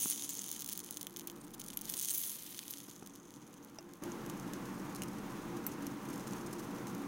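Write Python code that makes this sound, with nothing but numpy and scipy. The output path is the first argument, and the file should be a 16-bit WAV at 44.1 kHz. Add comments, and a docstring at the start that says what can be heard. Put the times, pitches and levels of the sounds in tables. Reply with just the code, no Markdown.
"""A film of oil sizzles close by in a doll-size ceramic pan on a tiny stove: dense damped sines and ticks.
It flares as the pan is tilted, with snaps, pings and whistling spurts of steam, then dies away.
The pan is set down with a light knock: filtered noise for the stove, dying sines for pan and burner.
After that the humming room (shaped noise) is louder, and a little cup and steel tweezers click
as they are handled: short noise bursts and ringing modes."""
import sys
import numpy as np
from scipy import signal
from scipy.fft import irfft
from scipy.io import wavfile
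from scipy.ndimage import uniform_filter1d

SR = 44100
rng = np.random.default_rng(int(sys.argv[2]) if len(sys.argv) > 2 else 0)


def put_to_file(sound):
    """Save the sound as 16-bit audio at rate SR, in the file named by the first command-line argument."""
    columns = np.atleast_2d(sound).T  # one column per channel
    safe = np.clip(columns, -1, 1)
    whole_steps = np.round(safe * 32767)
    wavfile.write(sys.argv[1], SR, whole_steps.astype(np.int16))


N = 311787
TIME = np.arange(N) / SR

USUAL_DB = -50  # level of a moderate sizzle
FIERCE_DB = -49.5  # above this level the boiling oil brightens

# colour of the sizzle: f/Hz, level/dB
FIZZ_COLOUR = [(600, -27), (1500, -7), (2200, 0), (2650, -0.5), (3000, 1.5), (4400, 0.5), (5600, -1.5),
               (7500, -4.5), (10000, 5.5), (13000, 1.5), (15500, 4.5)]
# colour of a bubble's snap: f/Hz, level/dB
SNAP_COLOUR = [(700, -26.5), (2000, -9), (2650, -10), (3050, -1.5), (4200, -3), (5500, -1.5), (7500, -3),
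               (10300, 2.5), (13200, -2), (15300, 3), (18000, -3)]
# colour of the little cup: f/Hz, level/dB
CUP_COLOUR = [(1000, 4), (2000, -11), (2750, 3), (3450, 1), (4000, 4), (4700, 2), (5400, 8), (6550, 12.5),
              (7550, 4), (8400, 5.5), (11300, 5.5), (13000, 2.5), (15500, 1)]


def sizzle(gain_db=-0.6, spread_db=5.0, largest=3.03, favour_db=10.5, favour_hz=1400,
           cycles=1.0, tick_db=1.5, count=32):
    """Countless tiny bubbles tick and ring: gentle oil spits in clumps, fierce oil fizzes densely."""
    # the oil as the pan is tilted: t/s, thinness of the film (0-1), ring of the bowl/dB
    oil = [(0, 0.3, 9), (.3, 0.35, 7), (1.1, 0.11, -3), (1.9, 0.03, -5), (2.15, 0.07, 1), (2.55, 0.76, -22),
           (2.85, 0.5, 0), (3.1, .2, 16), (3.8, 0, 6)]
    bubbles_per_s, clump_usual_db = 2400, 2  # before clumping, for a thick film at USUAL_DB
    doubling_db = 10  # this much louder, twice as many bubbles burst
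    clump_fall = 0.1  # dB less clumping for each dB louder
    film_db = 15  # a thin film fizzes as densely and evenly as a pool this much louder
    tilt_usual_db, brightening = -4.5, 2.6  # treble tilt, and its rise per dB above FIERCE_DB

    level_db, centre_hz = boiling()
    s, *columns = np.transpose(oil)
    film, bowl_db = (np.interp(TIME, s, column) for column in columns)
    crowding_db = level_db - USUAL_DB + film_db * np.clip(film, 0, 1)
    rate = bubbles_per_s * 2 ** (crowding_db / doubling_db)
    clump_db = np.maximum(clump_usual_db - clump_fall * crowding_db, 0)
    tilt_db = tilt_usual_db + brightening * np.maximum(level_db - FIERCE_DB, 0)

    # when each bubble bursts, how big it is and which pitch it takes
    unevenness = evened(uniform_filter1d(rng.standard_normal(N), size=300))
    clumps = amp(clump_db * unevenness)
    at = np.flatnonzero(rng.random(N) < rate * clumps / SR)
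    size_draw, sign_draw, pitch_draw = rng.random((N, 3))[at].T
    size_db = spread_db * np.minimum(-np.log(size_draw), largest)
    sizes = clumps[at] * amp(size_db) * np.sign(sign_draw - .5)
    kind = (pitch_draw * count).astype(int)

    rings = np.zeros(N)
    for k, hz in enumerate(np.linspace(3400, 15500, count)):
        chosen = kind == k
        i = at[chosen]
        favoured_db = favour_db * np.exp(-((hz - centre_hz[i]) / favour_hz) ** 2)
        weight_db = tilt_db[i] * np.log(hz / 8500) + favoured_db
        train = np.zeros(N)
        train[i] = sizes[chosen] * amp(weight_db)
        note = bubble(hz, cycles * (1 + k % 3) * hz / 10000)
        rings += signal.oaconvolve(train, note / np.linalg.norm(note))[:N]
    ticks = np.zeros(N)
    ticks[at] = amp(tick_db) * sizes
    fizz = hollow(coloured(rings, FIZZ_COLOUR) + coloured(ticks, SNAP_COLOUR), bowl_db)

    # level the fizz, then let it follow the boiling
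    power = uniform_filter1d(fizz ** 2, size=2500)
    loudness = np.sqrt(abs(power) + 1e-3 * np.median(power) + 1e-12)
    fade = np.interp(TIME, [4, 4.6], [1, 0])  # the sizzle fades out between 4 and 4.6 s
    return fade * amp(level_db + gain_db) * fizz / loudness


def boiling():
    """How hard the oil boils, as a level in dB, and the pitch in Hz its bubbles favour."""
    # the fine sizzle before surges and gain: t/s, level/dB, favoured bubble pitch f/Hz
    course = [(0, -36.5, 10100), (0.115, -39.5, 10000), (0.165, -45, 10500), (0.37, -48.5, 9800),
              (0.6, -50.5, 9700), (0.8, -55.5, 10200), (0.97, -56.5, 10000), (1.07, -63, 12000),
              (1.3, -64, 13000), (1.56, -67, 12200), (1.63, -62, 11600), (1.8, -62, 12000),
              (1.87, -49.5, 14200), (1.93, -47, 14400), (1.98, -46, 9200), (2.04, -43, 8200),
              (2.15, -38, 12400), (2.31, -43, 11500), (2.39, -50, 13400), (2.76, -54, 11900),
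              (3.05, -64, 11500), (3.45, -65.5, 12000), (4, -70.5, 13400)]
    # brief surges and lulls: start t/s, length/s, extra level/dB
    surges = [(0.231, 0.018, 4.5), (0.267, 0.043, -3.5), (0.29, 0.012, 2), (0.624, 0.051, -5.5),
              (0.7, .024, 3.5), (2.624, 0.055, -1.5), (2.889, 0.048, 1.5)]
    s, level_db, centre_hz = np.transpose(course)
    surges_db = sum(db * plateau(start, length, edge_s=0.0019) for start, length, db in surges)
    return np.interp(TIME, s, level_db) + surges_db, np.interp(TIME, s, centre_hz)


def bubble(hz, cycles, size=400):
    """A bursting bubble: a sine that decays to 1/e over the given cycles."""
    turns = hz * np.arange(size) / SR
    return np.sin(2 * np.pi * turns) * np.exp(-turns / max(cycles, .2))


def crackle(per_s=260, over_db=6, spread_db=4, largest=1.6, follow=1.0, dull_db=-3, bright_db=6,
            fierce_span_db=9, loudest_db=-25, end_s=4.1, count=16):
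    """Middle-sized bubbles snap at random, louder and brighter the harder the oil boils."""
    at = np.flatnonzero((rng.random(N) < per_s / SR) & (TIME < end_s))
    size, chance = rng.random((N, 2))[at].T
    level_db = boiling()[0][at]
    size_db = spread_db * np.minimum(-np.log(size), largest)
    peaks_db = USUAL_DB + follow * (level_db - USUAL_DB) + over_db + size_db
    fierceness = np.clip((level_db - FIERCE_DB) / fierce_span_db, 0, 1)
    brightness = (chance + fierceness) / 2
    # a small set of snaps, from dull to bright, to draw on
    snaps = [snap(treble_db) for treble_db in np.linspace(dull_db, bright_db, count)]
    out = np.zeros(N)
    for i, peak_db, share in zip(at, peaks_db, brightness):
        add(out, i / SR, amp(min(peak_db, loudest_db)) * snaps[int(share * count)])
    return out


def pops(gain_db=2):
    """The larger bubbles burst one by one, each with a dry snap."""
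    # snaps: t/s, peak level/dB before gain, treble against the middle/dB
    bursts = [(.0217, -16, 4.5), (.0308, -18, 9), (0.1, -17, 6), (.1027, -21, 6), (.1163, -19, 2),
              (0.125, -21, -3), (0.178, -24.5, -2), (.196, -26.5, -5), (.223, -22, -3), (.246, -23, -1),
              (.2506, -27, -1), (0.293, -20, 4), (.2985, -26, 7), (0.307, -26, 5), (0.335, -28, 5),
              (.3418, -24, 4), (.3525, -24, 2), (0.3724, -24, 1), (.3844, -29, -2), (.4146, -30, -2),
              (.419, -25, 3), (.4346, -29, 4), (.4422, -24, -2), (.4632, -26, 3), (.4836, -25, 0),
              (.4905, -24, 2), (.5025, -29, 3), (0.5153, -17, 3), (0.5274, -24, 3), (0.53, -29, -2),
              (.5396, -30, 4), (.548, -28, 1), (0.564, -26, 0), (.5939, -27, 1), (0.5996, -26, 1),
              (.6073, -24, 3), (.6133, -28, 3), (.6217, -21.5, 1), (0.6454, -22, 2), (.662, -24, 1),
              (.6649, -27, 2), (.6774, -26, 3), (.6871, -26, 3), (.69, -18.5, 0.5), (.6929, -27, 5),
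              (.6975, -22, 1), (.716, -26, 0), (0.7235, -24, 1), (.729, -19, 4), (.734, -21, 2),
              (.7533, -29, 1), (.7592, -30, 1), (.7765, -19, 3), (.793, -26, 6), (.803, -24.5, 0),
              (.846, -28, 4), (.863, -30, 0), (0.8893, -34, -6), (0.9094, -19, 2), (0.926, -30, 4),
              (.9436, -30, 2), (.9633, -32, 1), (.9714, -20.5, 0), (0.9767, -31, 0), (1.012, -23.5, -.5),
              (1.015, -24, 3), (1.03, -21.5, 1), (1.069, -22, 2), (1.108, -38, 0), (1.1405, -38, 3),
              (1.1634, -26, -3.5), (1.1702, -22.5, 1), (1.19, -31, 2), (1.1959, -25, -1.5),
              (1.209, -32, -4), (1.2154, -36, -5), (1.275, -25, 2), (1.2807, -35, -5), (1.2996, -27, -4),
              (1.3168, -36, 4), (1.363, -38, 0), (1.4688, -41, 5), (1.4812, -40, -1), (1.5072, -40, 3),
              (1.5963, -32, 1), (1.612, -32, -2), (1.6164, -27, -3.5), (1.64, -32, 2), (1.6456, -35, 4),
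              (1.6741, -36, 2), (1.703, -29, -5.5), (1.7323, -33, -7), (1.7488, -35, 12), (1.7715, -26, 14),
              (1.791, -31, -1), (1.8128, -23, 5.5), (1.817, -25, 3), (1.855, -25, 1), (1.899, -21, 8),
              (1.912, -23, 13), (1.923, -26, 5), (1.9397, -18, -1.5), (1.9437, -24, -1), (1.969, -21, 2),
              (1.977, -26, 4), (1.9905, -19, 2), (1.9973, -18, 1), (2.013, -18.5, 2), (2.0178, -21, 1),
              (2.0262, -19, 5), (2.03, -21, 5), (2.048, -17, 1), (2.0564, -20, 3), (2.0864, -19, -2),
              (2.0954, -19, 2), (2.1066, -17, 8), (2.139, -18, 7), (2.147, -17, 7), (2.1776, -18, 7),
              (2.2354, -23, -2.5), (2.2388, -22.5, -1), (2.2487, -26, 8), (2.2769, -24, 6),
              (2.2963, -22.5, 0), (2.3031, -27, -1), (2.3566, -31, 2), (2.3941, -34, 1), (2.424, -31, 0),
              (2.465, -31, -4), (2.4754, -34, 3), (2.515, -36, -1), (2.5262, -32, -5), (2.5463, -32, -8),
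              (2.5763, -32, -3), (2.581, -29, -2), (2.5914, -20.5, -3), (2.637, -35, 0), (2.6809, -23.5, 1),
              (2.7138, -28, 11), (2.7293, -32, 0), (2.7377, -25, -4.5), (2.7726, -32, -1),
              (2.7836, -29, -.5), (2.7886, -34, 6), (2.8037, -31, -2), (2.8392, -35, 1), (2.9021, -35, 0),
              (2.9126, -33.5, -3), (2.963, -34, -1), (3.063, -32.5, -2), (3.0735, -30, 1.5),
              (3.1543, -36.5, 0), (3.159, -35, -1), (3.3067, -37, -3), (3.34, -37.5, -4), (3.362, -40, -4),
              (3.648, -35, 4.5), (3.9365, -34.5, 0), (3.9564, -43, 2)]
    out = np.zeros(N)
    for s, db, treble_db in bursts:
        add(out, s, amp(db + gain_db) * snap(treble_db))
    return out


def snap(treble_db, spray_db=-26, spray_s=0.0021, uneven_db=1.5, count=9, size=512):
    """A bubble's skin tears: a pulse and brief spray ring in the bowl, with a slight unevenness of tone."""
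    burst = amp(spray_db) * contact(spray_s, size=size)
    burst[0] = 1
    hz = np.linspace(3000, 16000, count)
    tone_db = treble_db * np.log2(hz / 7000) + uneven_db * rng.standard_normal(count)
    toned = coloured(coloured(burst, SNAP_COLOUR), np.transpose([hz, tone_db]))
    return peaked(hollow(toned, share_db=-4.0))


def pings(gain_db=-2.0, spray_db=-19, spray_s=0.0022):
    """A few surfacing bubbles ring on at their own pitch, each with a brief spray of droplets."""
    # ringing bubbles: t/s, peak level/dB before gain, pitch f/Hz, decay to 1/e in cycles
    surfacings = [(0.0304, -20, 9600, 13), (.0408, -21, 9250, 14), (0.049, -25, 8750, 3.4),
                  (.101, -20, 9200, 11), (0.1096, -17, 9940, 11), (.293, -25, 9750, 2.7),
                  (0.3923, -21.5, 7400, 2.9), (0.792, -26, 9200, 4.5), (1.0694, -29, 3160, 2),
                  (1.273, -22, 14700, 5.7), (1.773, -18.5, 11500, 12), (2.181, -22, 11500, 22)]
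    out = np.zeros(N)
    for s, db, hz, cycles in surfacings:
        spray = amp(spray_db) * coloured(contact(spray_s), FIZZ_COLOUR)
        burst = peaked(bubble(hz, cycles, size=len(spray))) + spray
        add(out, s, amp(db + gain_db) * peaked(hollow(burst)))
    return out


def spurts(whistle_width_hz=900, grit_db=6, size=4000):
    """Steam squeezes out of the oil: sputtering hisses whose whistle glides as the opening changes."""
    # jets: t/s, length/s, level/dB before fades, whistle start f/Hz, end f/Hz, whistle against hiss/dB
    jets = [(0.293, 0.02, -42.5, 7000, 7100, 19), (1.409, 0.012, -55, 9050, 8700, 8),
            (1.436, 0.02, -59, 8600, 8300, 4), (1.533, 0.019, -48.5, 6400, 6400, -26),
            (1.594, 0.014, -46, 10500, 11000, -14), (1.661, 0.0057, -46, 9800, 9700, -3),
            (1.68, 0.0092, -43, 10000, 9900, -6), (1.701, 0.011, -50, 10000, 9700, 0),
            (1.732, 0.012, -49.5, 9200, 8600, -5), (1.889, 0.014, -38.5, 11700, 11200, -7),
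            (1.966, 0.02, -44, 8300, 9200, 12), (2.098, 0.0226, -36.5, 8200, 9400, 13),
            (2.12, 0.023, -49, 13200, 14800, 12), (2.148, 0.011, -48, 6900, 7000, 13),
            (2.202, 0.024, -49, 12200, 13400, 12), (2.698, .02, -43.5, 14000, 12000, 8)]
    pole = np.exp(-np.pi * whistle_width_hz / SR)
    out = np.zeros(N)
    for s, length, db, start_hz, end_hz, whistle_db in jets:
        jet = sputter(length, grit_db, size=size)
        glide_hz = np.linspace(start_hz, end_hz, len(jet))
        turn = np.exp(2j * np.pi * np.cumsum(glide_hz) / SR)
        # a narrow band of the jet's own noise, kept around the gliding pitch
        whistle = (turn * signal.lfilter([1], [1, -pole], jet / turn)).real
        hiss = hollow(coloured(jet, SNAP_COLOUR), share_db=-5)
        steam = evened(hiss) + amp(whistle_db) * evened(whistle)
        add(out, s, amp(db) * evened(steam) * signal.windows.tukey(len(steam), .5))
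    return out


def sputter(length, grit_db, size):
    """A short rush of noise, broken into uneven grains."""
    hiss, grains = rng.standard_normal((2, size))
    rough = hiss * amp(grit_db * evened(uniform_filter1d(grains, size=24)))
    return rough[:int(abs(length) * SR) + 20]


def hollow(x, share_db=0):
    """Adds the short ring of the pan's bowl and the stove's recess, as resonant filters."""
    # resonances: f/Hz, width/Hz, level/dB before the share
    resonances = [(3360, 780, -4.5), (6380, 470, 9.5), (6700, 570, 1)]
    rings = sum(amp(db) * resonated(x, hz, width) for hz, width, db in resonances)
    return x + amp(share_db) * rings


def knocks(thud_s=0.0027, rattle_db=-23, tick_s=0.0006, tick_after_s=0.0016, skid_db=-12):
    """The stove top thuds while the pan ticks; seated firmly, it makes the burner ring."""
    # pan bumping the stove: t/s, peak level of the body/dB, of the contact tick/dB
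    bumps = [(0.0578, -31.5, -50), (2.884, -41, -49), (3.0253, -36.5, -56), (3.785, -45, -34),
             (6.273, -34, -54)]
    # the stove top's dull response: f/Hz, level/dB
    stove = [(50, -17), (100, -1), (190, 9), (380, 5), (560, -14), (820, -2), (1050, -9), (1350, -4),
             (1800, -17), (2650, -17), (3300, -25), (9000, -29)]
    # modes of the glazed pan: f/Hz, level/dB, t60/s
    pan = [(2780, -16, .04), (5100, 5, 0.024), (5690, 5, 0.016), (5870, 0, .012), (6300, -13, 0.014),
           (10500, -10, 0.0054)]
    # the pan seated on the burner ring: t/s, peak level/dB
    seatings = [(3.786, -40.5)]
    # modes of the burner ring: f/Hz, level/dB, t60/s
    burner = [(650, 1, 0.05), (700, -14, 0.022), (820, -3, .035), (1330, -9, .03), (1790, -13, 0.074),
              (2720, -14, 0.09)]
    out = np.zeros(N)
    for s, body_db, tick_db in bumps:
        push = amp(rattle_db) * contact(thud_s)
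        tap = amp(skid_db) * contact(tick_s)
        push[0] = tap[0] = 1
        add(out, s, amp(body_db) * peaked(coloured(push, stove)))
        tick = signal.fftconvolve(tap, ring(pan))
        add(out, s + tick_after_s, amp(tick_db) * peaked(tick))
    for s, db in seatings:
        add(out, s, amp(db) * peaked(ring(burner)))
    return out


def clicks(snap_s=0.00065, slide_s=0.0052, slide_db=-15, brightening=1.8, usual_db=-8,
           cup_db=-5, firm_db=-24, waking=1.0):
    """Crockery held in the fingers snaps and slides briefly; firm clicks wake the cup's ring more."""
    # dry clicks: t/s, peak level of the touch/dB, treble against the middle/dB
    touches = [(3.541, -37, -6), (4.037, -31.5, -4), (4.119, -37, -14), (4.263, -35, -4), (4.2986, -29, -9),
               (4.398, -35, -7), (4.535, -30, -11), (4.949, -33, -5), (5.02, -24, -9), (5.0262, -35, -8),
               (5.0345, -28, -7), (5.8677, -29, -7), (6.197, -36, -13), (6.3094, -39, -12),
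               (6.334, -33, -11.5), (6.8703, -34, -9), (6.9494, -32, -3), (7.0193, -39, -8)]
    # modes of the cup: f/Hz, level/dB, t60/s
    cup = [(2570, -10, 0.014), (2860, -3.5, 0.013), (6470, 0, 0.014)]
    out = np.zeros(N)
    for s, db, treble_db in touches:
        touch = coloured(contact(snap_s) + amp(slide_db) * contact(slide_s), CUP_COLOUR)
        touch = coloured(touch, [(6500, 0), (12000, brightening * (treble_db - usual_db))])
        body = amp(cup_db + waking * (db - firm_db)) * peaked(ring(cup, size=len(touch)))
        add(out, s, amp(db) * (peaked(touch) + body))
    return out


def tweezers(free_db=-13, held_s=0.0075, skid_db=-10, skid_s=0.0019):
    """The steel tips skid; the blades ring hard while they touch, then faintly on their own."""
    # tips touching a dish: t/s, peak level of the blades/dB
    tinks = [(5.6654, -18)]
    # modes of the free blades: f/Hz, level/dB, t60/s
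    steel = [(2150, -17, .1), (6045, -7, .05), (7757, -9, .12), (10130, -8, .05), (10920, -7, .08),
             (12620, 2, .03), (12980, 1, .05), (13510, -4, .06), (13790, -1, .04), (14240, -3, .08),
             (14610, -7, .1), (15440, -6, .05)]
    skid_colour = [(5000, -24), (6200, -10), (9000, -28), (12000, -18),
                   (12800, 2), (14200, 2), (15500, -11)]  # f/Hz, level/dB
    out = np.zeros(N)
    for s, db in tinks:
        blades = ring(steel)
        held = np.exp(-np.arange(len(blades)) / (held_s * SR))
        blades = blades * (held + amp(free_db))
        skid = coloured(contact(skid_s), skid_colour)
        add(out, s, amp(db + skid_db) * peaked(skid))
        add(out, s + .0008, amp(db) * peaked(blades))
    return out


def scrapes(grit_db=5, size=2000):
    """Tweezers and fingers scrape over crockery: an edge catches and slips on glaze, ringing the dish."""
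    # scrapes: t/s, length/s, level/dB before fades
    rubs = [(4.956, 0.0099, -47.5), (5.08, 0.0087, -54), (6.085, 0.0078, -54.5), (6.098, .008, -54),
            (6.126, .02, -54.5), (6.156, .007, -53), (6.176, .009, -55), (6.269, 0.013, -49.5),
            (6.323, 0.0063, -54), (6.46, 0.016, -51.5), (6.527, 0.014, -48.5), (6.758, 0.0094, -57.5),
            (6.876, .012, -54)]
    # resonances of a scraped dish: f/Hz, width/Hz, level/dB
    dish = [(5400, 330, -2), (6560, 500, 3), (7400, 390, -2), (8500, 400, 1.5), (10000, 500, 0),
            (11200, 600, -5), (13200, 2000, -10)]
    out = np.zeros(N)
    for s, length, db in rubs:
        slips = sputter(length, grit_db, size=size)
        rub = sum(amp(mode_db) * resonated(slips, hz, width) for hz, width, mode_db in dish)
        add(out, s, amp(db) * evened(rub) * signal.windows.tukey(len(rub), .4))
    return out


def fingers(level_db=-66, per_s=70, spread_db=1.0, decay_s=0.0069, start_s=4.03):
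    """Fingertips shift on the cup: faint random ticks of decaying noise."""
    size_db = spread_db * np.minimum(rng.exponential(1, N), 3)
    sizes = amp(size_db) * (rng.random(N) < per_s / SR) * (TIME > start_s)
    envelope = signal.lfilter([1], [1, -np.exp(-1 / (decay_s * SR))], sizes)
    return amp(level_db) * coloured(envelope * rng.standard_normal(N), CUP_COLOUR)


def ring(modes, size=9000):
    """A struck object: the sum of its modes as dying sines."""
    t = np.arange(size) / SR
    return sum(amp(db - 60 * t / t60) * np.sin(2 * np.pi * hz * t) for hz, db, t60 in modes)


def contact(decay_s, size=1500):
    """A brief rough touch of two hard surfaces: decaying noise."""
    t = np.arange(size) / SR
    return rng.standard_normal(size) * np.exp(-t / decay_s)


def short_tail(x, tail_db=-16, t60_s=0.055, side_db=-6, side_hz=10500, size=12000):
    """A faint, short tail of decaying noise, slightly widened."""
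    t = np.arange(size) / SR
    tail = amp(-60 * t / t60_s) * (t > .002)
    taps = amp(tail_db) * tail / np.linalg.norm(tail) * rng.standard_normal((2, size))
    mid, side = signal.oaconvolve(x[None], taps, axes=1)[:, :N]
    side = coloured(side, [(4000, -3), (6000, 0), (side_hz, 0), (13000, -12)])
    return mid + amp(side_db) * side * np.array([[1], [-1]])


def ventilation(waver_db=0.49, rush_balance_db=-1.2):
    """Noise shaped into a drone with narrow tones, and a rush of air a little to the right below 2 kHz."""
    # low drone: f/Hz, relative level per Hz/dB
    drone = [(15, -22), (60, -19.5), (92, -16.5), (112, -11.5), (130, -3.5), (158, -8.5), (178, 0.5),
             (232, -0.5), (256, -6), (295, -2), (345, -6.5), (385, -10), (480, -13), (690, -18.5),
             (1000, -79)]
    # airy rush, on the same scale and before the balance: f/Hz, relative level per Hz/dB
    rush = [(300, -32), (690, -43), (770, -15.5), (1050, -13.5), (1350, -18), (1800, -22.5), (2600, -27.5),
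            (4500, -34), (5600, -33), (6400, -30.5), (7600, -36.5), (10000, -36.5), (12000, -38),
            (15700, -37)]
    # narrow tones: f/Hz, half-width at quarter power/Hz, level against drone and rush/dB
    hum = [(127.3, 2.2, -22), (282.2, 1.9, -9), (299.4, 5.6, -11.5), (345.2, 3.4, -9.5), (475.4, 17, -17.5),
           (756.6, 11.6, -20.5), (865, 14, -27), (1377, 1.9, -24.5), (13248, 15, -65)]
    # left-right likeness: f/Hz, likeness (0-1)
    likeness = [(30, 1), (70, 1), (130, 0.97), (250, 1), (500, 0.98), (1200, 1), (3000, 1), (15000, 1)]
    hz = np.fft.rfftfreq(N, 1 / SR)
    a, b = rng.standard_normal((2, len(hz))) + 1j * rng.standard_normal((2, len(hz)))
    alike = np.clip(read(likeness, hz), -1, 1)
    balance_db = rush_balance_db * np.array([[.5], [-.5]]) * (hz < 2000)
    power = amp(read(drone, hz)) ** 2 + amp(read(rush, hz) + balance_db) ** 2
    power = power / power.mean()
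    for centre, width, db in hum:
        line = 1 / (1 + ((hz - centre) / width) ** 2) ** 2
        power = power + amp(db) ** 2 * line / line.mean()
    channels = np.array([a, alike * a + np.sqrt(1 - alike ** 2) * b])
    air = evened(irfft(channels * np.sqrt(power), N))
    slow_hz = np.geomspace(1, 9, 12)
    waver = evened(sum(np.sin(2 * np.pi * (f * TIME + rng.random())) for f in slow_hz))
    return air * amp(room_level() + waver_db * waver)


def room_level(change_s=0.0019):
    """The drone's level in dB: a step at the start of each stretch, then a slow rise."""
    # stretches: start t/s, level/dB, rise/(dB per s)
    stretches = [(0, -56.5, 2), (1.98, -59, 2.5), (4.02, -43.5, 0.15)]
    level_db = np.full(N, float(stretches[0][1]))
    for s, db, rise in stretches:
        stretch_db = db + rise * (TIME - s)
        level_db += np.clip((TIME - s) / change_s, 0, 1) * (stretch_db - level_db)
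    return level_db


def rumble(hz=35, wander=0.029, fade_s=.15, rest_db=-86):
    """A deep tone in the building, drifting slightly in pitch and swelling now and then."""
    # swells, added to the resting tone: start t/s, length/s, level/dB
    rises = [(1.35, 0.66, -71), (4.1, 1.5, -69), (6.05, 0.72, -71)]
    drift = evened(uniform_filter1d(rng.standard_normal(N), size=8000))
    tone = evened(np.sin(2 * np.pi * np.cumsum(hz * (1 + wander * drift)) / SR))
    swells = sum(amp(db) * plateau(s, length, fade_s) for s, length, db in rises)
    return tone * (amp(rest_db) + swells)


def plateau(start, length, edge_s):
    """An envelope that rises, holds and falls."""
    return np.clip(np.minimum(TIME - start, start + length - TIME) / edge_s, 0, 1)


def resonated(x, hz, width):
    """A single resonance, as a peak filter of the given width in Hz."""
    return signal.lfilter(*signal.iirpeak(hz, hz / width, SR), x)


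def coloured(x, points):
    """Filters by a spectrum with minimum phase, so that attacks stay sharp."""
    size = 1024
    log_gain = np.log(amp(read(points, abs(np.fft.fftfreq(size, 1 / SR)))))
    taps = np.fft.ifft(np.exp(np.conj(signal.hilbert(log_gain)))).real
    return signal.oaconvolve(x, taps[:size // 2])[:len(x)]


def read(points, hz):
    """Reads a spectrum on a log-frequency axis."""
    f, value = np.transpose(points)
    return np.interp(np.log(hz + 1), np.log(f + 1), value)


def amp(db):
    """Decibels to gain."""
    return 10 ** (np.asarray(db) / 20)


def evened(x):
    """Scales to rms 1."""
    return x / np.sqrt(np.mean(x ** 2) + 1e-20)


def peaked(x):
    """Scales to peak 1."""
    return x / (abs(x).max() + 1e-20)


def add(mix, s, sound):
    """Mixes a sound in at time s."""
    part = mix[max(0, round(s * SR)):][:len(sound)]
    part += sound[:len(part)]


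def scene():
    """All the small sounds lie close and straight ahead, over the room's drone."""
    oil = sizzle() + crackle() + pops() + pings() + spurts()
    handling = knocks() + clicks() + tweezers() + scrapes() + fingers()
    close = oil + handling
    room = ventilation() + rumble()
    return close + short_tail(close) + room


def record(dry):
    """The recorder's band limit: a steep low-pass."""
    edge_hz = 15950
    taps = signal.firwin(401, edge_hz, window=("kaiser", 9), fs=SR)
    return signal.oaconvolve(dry, taps[None], "same", axes=1)


dry = scene()
out = record(dry)
put_to_file(out)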